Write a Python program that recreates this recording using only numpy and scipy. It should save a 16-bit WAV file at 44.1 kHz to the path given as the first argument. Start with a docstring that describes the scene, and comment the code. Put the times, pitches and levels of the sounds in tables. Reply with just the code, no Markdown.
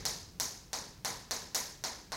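"""In a hard-walled classroom, a stick of chalk taps a blackboard about three times a second.
Each tap is a sharp, short pulse coloured by the ring of board and chalk, plus low board tones that linger.
The room answers with early echoes at set times (filtered pulses with a grainy trail) and a tail of
about half a second (fading noise). Ventilation hiss and low rumble, which ends in a deep thump,
lie beneath (shaped noise)."""
import sys
import numpy as np
from scipy import signal
from scipy.fft import rfft, irfft
from scipy.io import wavfile

SR = 44100
rng = np.random.default_rng(int(sys.argv[2]) if len(sys.argv) > 2 else 0)


def wrap_up_sound(samples):
    """Save the sound to the file named by the first command line argument, as 16-bit audio."""
    columns = np.atleast_2d(samples).T
    # keep every value between -1 and 1, then stretch to whole-number steps
    tamed = np.clip(columns, -1, 1)
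    steps = np.round(tamed * 32767).astype(np.int16)
    wavfile.write(sys.argv[1], SR, steps)


N = 95344  # samples of finished sound
LEAD = SR // 2  # samples made before the start, then cut off
LENGTH = int(.7 * SR)  # samples of room answer computed per tap


def from_db(db):
    """Turn decibels into a gain."""
    return 10 ** (np.asarray(db) / 20)


def rms_one(x):
    """Scale a sound so that its average strength (rms) is 1."""
    return x / np.sqrt(np.mean(x ** 2) + 1e-20)


def at_hz(points, hz):
    """Read every column of a table at a frequency, spacing pitches evenly as the ear does."""
    points = np.array(points)
    log_hz = np.log(points[:, 0])
    return [np.interp(np.log(hz), log_hz, column) for column in points[:, 1:].T]


def band_pass(x, edges_hz):
    """Keep mainly the sound between two frequencies."""
    return signal.sosfilt(signal.butter(2, edges_hz, "band", fs=SR, output="sos"), x)


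def third_octaves(white, low_hz, count):
    """Cut third-octave slices from two noises in turn; yield each centre frequency and slice."""
    edges = low_hz * 2 ** (np.arange(count + 1) / 3)
    for k, (low, high) in enumerate(zip(edges, edges[1:])):
        yield np.sqrt(low * high), band_pass(white[k % 2], [low, high])


def resonance(x, hz, width_hz):
    """Ring at one frequency, with gain 1 at the peak; a narrower width rings longer."""
    r = np.exp(-np.pi * width_hz / SR)
    feedback = [1, -2 * r * np.cos(2 * np.pi * hz / SR), r * r]
    return signal.lfilter((1 - r * r) / 2 * np.array([1, 0, -1]), feedback, x)


def steep_resonance(x, hz, width_hz):
    """The same resonance twice in a row falls off faster on both sides."""
    return resonance(resonance(x, hz, width_hz), hz, width_hz)


def click(level_db):
    """The most compact pulse with a given spectrum puts its energy first (minimum phase)."""
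    cepstrum = irfft(np.log(from_db(level_db)))
    half = len(cepstrum) // 2
    # folding the second half onto the first leaves nothing before the start
    cepstrum[1:half] *= 2
    cepstrum[half + 1:] = 0
    return irfft(np.exp(rfft(cepstrum)))[:half]


# Colour of the steady ventilation noise: f/Hz, relative level per hertz/dB
AIR_COLOUR = [(15, -33), (25, 0), (195, -13.5), (384, -20), (575, -25.5), (1440, -29), (1940, -34),
              (2610, -32), (3340, -34.5), (10700, -38.5), (16000, -39)]
AIR_DB = -57  # overall level of the steady noise


def ventilation():
    """Moving air makes steady noise, built here from slices of noise at different levels."""
    white = rng.standard_normal((2, N + LEAD))
    steady = 0
    for hz, band in third_octaves(white, 27, count=28):
        steady = steady + from_db(at_hz(AIR_COLOUR, hz)[0]) * band
    return from_db(AIR_DB) * rms_one(steady[LEAD:])


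# Levels of the low rumble, with a deep thump near the end: t/s, deep band level/dB, upper band level/dB
RUMBLE_LEVELS = [(0, -55, -48.5), (.2, -57, -61), (.3, -63, -65), (.42, -61, -54), (.6, -68, -71),
                 (1.1, -71, -57.5), (1.5, -81, -67.5), (2.06, -68, -66.5), (2.12, -49, -55.5)]
# Edges of the deep band, then of the upper band: lower f/Hz, upper f/Hz
RUMBLE_EDGES = [(35, 49.3), (85, 184)]


def rumble():
    """Two bands of low noise rise and fall, the deep one ending in a sudden thump."""
    out = np.zeros(N)
    s, *levels_db = np.transpose(RUMBLE_LEVELS)
    for edges_hz, level_db in zip(RUMBLE_EDGES, levels_db):
        low = band_pass(rng.standard_normal(N + LEAD), edges_hz)
        level = from_db(np.interp(np.arange(N) / SR, s, level_db))
        out += level * rms_one(low[LEAD:])
    return out


# Room tail: f/Hz, starting level before the rise and lumps/dB, time to fade by 60 dB (t60)/s
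ROOM_TAIL = [(185, -13.5, 1), (540, -18, 0.61), (1060, -15.5, 0.6), (1940, -20, 0.58), (2780, -14.5, 0.62),
             (4400, -16, 0.59), (6500, -20.5, .54), (9700, -17.5, .48), (11500, -17.5, 0.47),
             (15000, -19, 0.38)]
TAIL_RISE_MS = 1.33
TAIL_SHARED = 0.59  # share of the noise power common to all taps
TAIL_LUMPY_DB, TAIL_LUMPS_PER_S = 2, 300


def room_tails():
    """Bunched reflections blur into noise, one per tap, each band fading at its own rate in lumps."""
    t = np.arange(LENGTH) / SR
    common = np.sqrt(TAIL_SHARED) * rng.standard_normal((2, 1, LENGTH))
    own = np.sqrt(1 - TAIL_SHARED) * rng.standard_normal((2, len(TAP_LIST), LENGTH))
    out = 0
    for hz, band in third_octaves(common + own, 170, count=20):
        level_db, t60 = at_hz(ROOM_TAIL, hz)
        wander = np.interp(t * TAIL_LUMPS_PER_S, np.arange(LENGTH), rng.standard_normal(LENGTH))
        lumps_db = TAIL_LUMPY_DB * rms_one(wander)
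        out = out + band * from_db(level_db + lumps_db - 60 * t / t60)
    return out * (1 - np.exp(-t * 1e3 / TAIL_RISE_MS))


# Delay of each early echo: t/ms
ECHO_DELAYS = [.3, .9, 2.6, 4.4, 7.0, 8.3, 10.8, 15.5, 18.3, 18.6, 22.1, 21.8, 22.2, 31.0, 37.8, 40.0, 42.5,
               45.7, 55.4, 56.9]
# Colour of each echo, in the same order: mean level/dB, centre f/Hz, width of each resonance pass/Hz
ECHO_COLOURS = [(0, 3000, 6000), (2, 6500, 2500), (6, 14200, 4000), (8, 6200, 1200), (7, 850, 600),
                (-3, 11000, 5000), (5, 5200, 1400), (0, 850, 600), (-4, 11000, 4000), (0, 850, 600),
                (-3, 10000, 6000), (3, 4300, 1300), (0, 1900, 1000), (-3, 10000, 5000), (-2, 850, 600),
                (5, 12900, 2000), (0, 850, 600), (-1, 11000, 3000), (3, 6400, 1400), (-1, 6000, 1800)]
ECHO_SCATTER_DB = 1.5  # how much an echo's level varies from tap to tap
ECHO_SMEAR_MS, ECHO_SMEAR_DB = .8, -19  # fade time and starting level of the grainy trail


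def echoes():
    """Surfaces send back coloured copies with a grainy trail, a little different for each tap."""
    out = np.zeros((len(TAP_LIST), LENGTH))
    t = np.arange(512) / SR
    for ms, (db, hz, width_hz) in zip(ECHO_DELAYS, ECHO_COLOURS):
        grains = rng.standard_normal((len(TAP_LIST), len(t)))
        trail = from_db(ECHO_SMEAR_DB) * grains * np.exp(-t * 1e3 / ECHO_SMEAR_MS)
        gain = from_db(db + ECHO_SCATTER_DB * rng.standard_normal((len(TAP_LIST), 1)))
        pulse = t == 0  # one sample
        i = int(ms * SR / 1e3)
        out[:, i:i + len(t)] += gain * steep_resonance(trail + pulse, hz, width_hz)
    return out


# Low tones of the board that linger: f/Hz, mean starting level/dB, time to fade by 60 dB (t60)/s
BOARD_TONES = [(505, -45, .3), (655, -43, .3), (780, -44, .3), (821, -42, .3), (863, -43, .3),
               (919, -41, .3), (998, -42, .3), (1126, -44, .3), (1888, -45, .25), (2000, -46, .25)]
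BOARD_SCATTER_DB = 2.5  # how much a tone's strength varies from tap to tap


def board():
    """The struck board rings in fading tones, each with a strength of its own at every tap."""
    t = np.arange(LENGTH) / SR
    hz, db, t60 = np.transpose(BOARD_TONES)[:, :, None]
    tones = np.sin(2 * np.pi * hz * t) * from_db(db - 60 * t / t60)
    strengths = from_db(BOARD_SCATTER_DB * rng.standard_normal((len(TAP_LIST), len(BOARD_TONES))))
    return strengths @ tones


# Taps, the first before the start: t/s, extra level of the direct crack/dB,
# then one strength for each pitch of TAP_PITCHES: level/dB
TAP_LIST = [(-.17, 0, -2, -11, -1.5, -7, -8.5, -7.5, -11.5, -12),
            (0.0537, 0.86, -13, -15.5, -12.5, -11.5, -9, -8, -11, -14.5),
            (0.3998, 1, -14, -15, -12.5, -12, -12.5, -7, -10, -11.5),
            (0.7314, -1.3, -12.5, -13, -12.5, -14, -12.5, -12, -14.5, -20),
            (1.0483, -1.6, -10.5, -10, -9, -10.5, -11, -11, -11, -15.5),
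            (1.31, -0.36, -11, -13, -10.5, -12, -11.5, -10.5, -13, -16.5),
            (1.5474, -2.9, -11.5, -13, -8, -9.5, -10.5, -7, -8.5, -9),
            (1.8389, -1.4, -12.5, -13, -10.5, -14, -12.5, -11.5, -15.5, -20),
            (2.1200, -2.3, -13, -10.5, -11.5, -15.5, -13, -20, -18.5, -26)]
# Pitches at which each tap has its own strength: f/Hz
TAP_PITCHES = [500, 950, 2000, 3000, 4200, 6000, 9000, 13500]
# Ring of board and chalk, common to all taps: f/Hz, level/dB
BODY_RING = [(150, -7.5), (300, -7.5), (500, -0.5), (750, -1), (1020, 2), (1150, -5.5), (1350, -5),
             (1900, -0.5), (2400, -9), (2900, -12.5), (3450, -9.5), (3750, -5.5), (4300, -1.5), (5200, 0.5),
             (6300, 3), (7400, -3), (8500, -8.5), (12500, -8.5), (14000, -12), (16000, -11)]
# Extra colour of the direct path: f/Hz, level/dB
DIRECT_COLOUR = [(300, 7), (1000, 6.5), (3000, 12), (6000, 0.5), (10000, 13), (15000, 9)]


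def chalk():
    """Each tap is a coloured pulse, heard directly and through board and room."""
    room = echoes() + room_tails() + board()
    out = np.zeros(LEAD + N + 2 * LENGTH)
    hz = np.linspace(1, SR / 2, 1025)
    body_db = at_hz(BODY_RING, hz)[0]
    direct = click(at_hz(DIRECT_COLOUR, hz)[0])
    for (s, crack_db, *strengths_db), paths in zip(TAP_LIST, room):
        tap_db = at_hz(np.transpose([TAP_PITCHES, strengths_db]), hz)[0]
        pulse = click(body_db + tap_db)
        sound = signal.fftconvolve(pulse, paths)
        crack = from_db(crack_db) * signal.fftconvolve(pulse, direct)
        sound[:len(crack)] += crack
        i = LEAD + int(s * SR)
        out[i:i + len(sound)] += sound
    return out[LEAD:LEAD + N]


def scene():
    """Chalk taps over ventilation noise and low rumble, in one channel."""
    return (chalk() + ventilation() + rumble())[None]


MIC_LOW_HZ, CUTOFF_HZ = 36, 15850


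def record(dry):
    """The microphone loses the deepest bass, and a steep filter cuts the top."""
    low_cut = signal.butter(2, MIC_LOW_HZ, "high", fs=SR, output="sos")
    top_cut = signal.ellip(12, .2, 75, CUTOFF_HZ, fs=SR, output="sos")
    return signal.sosfilt(top_cut, signal.sosfilt(low_cut, dry))


dry = scene()
out = record(dry)
wrap_up_sound(out)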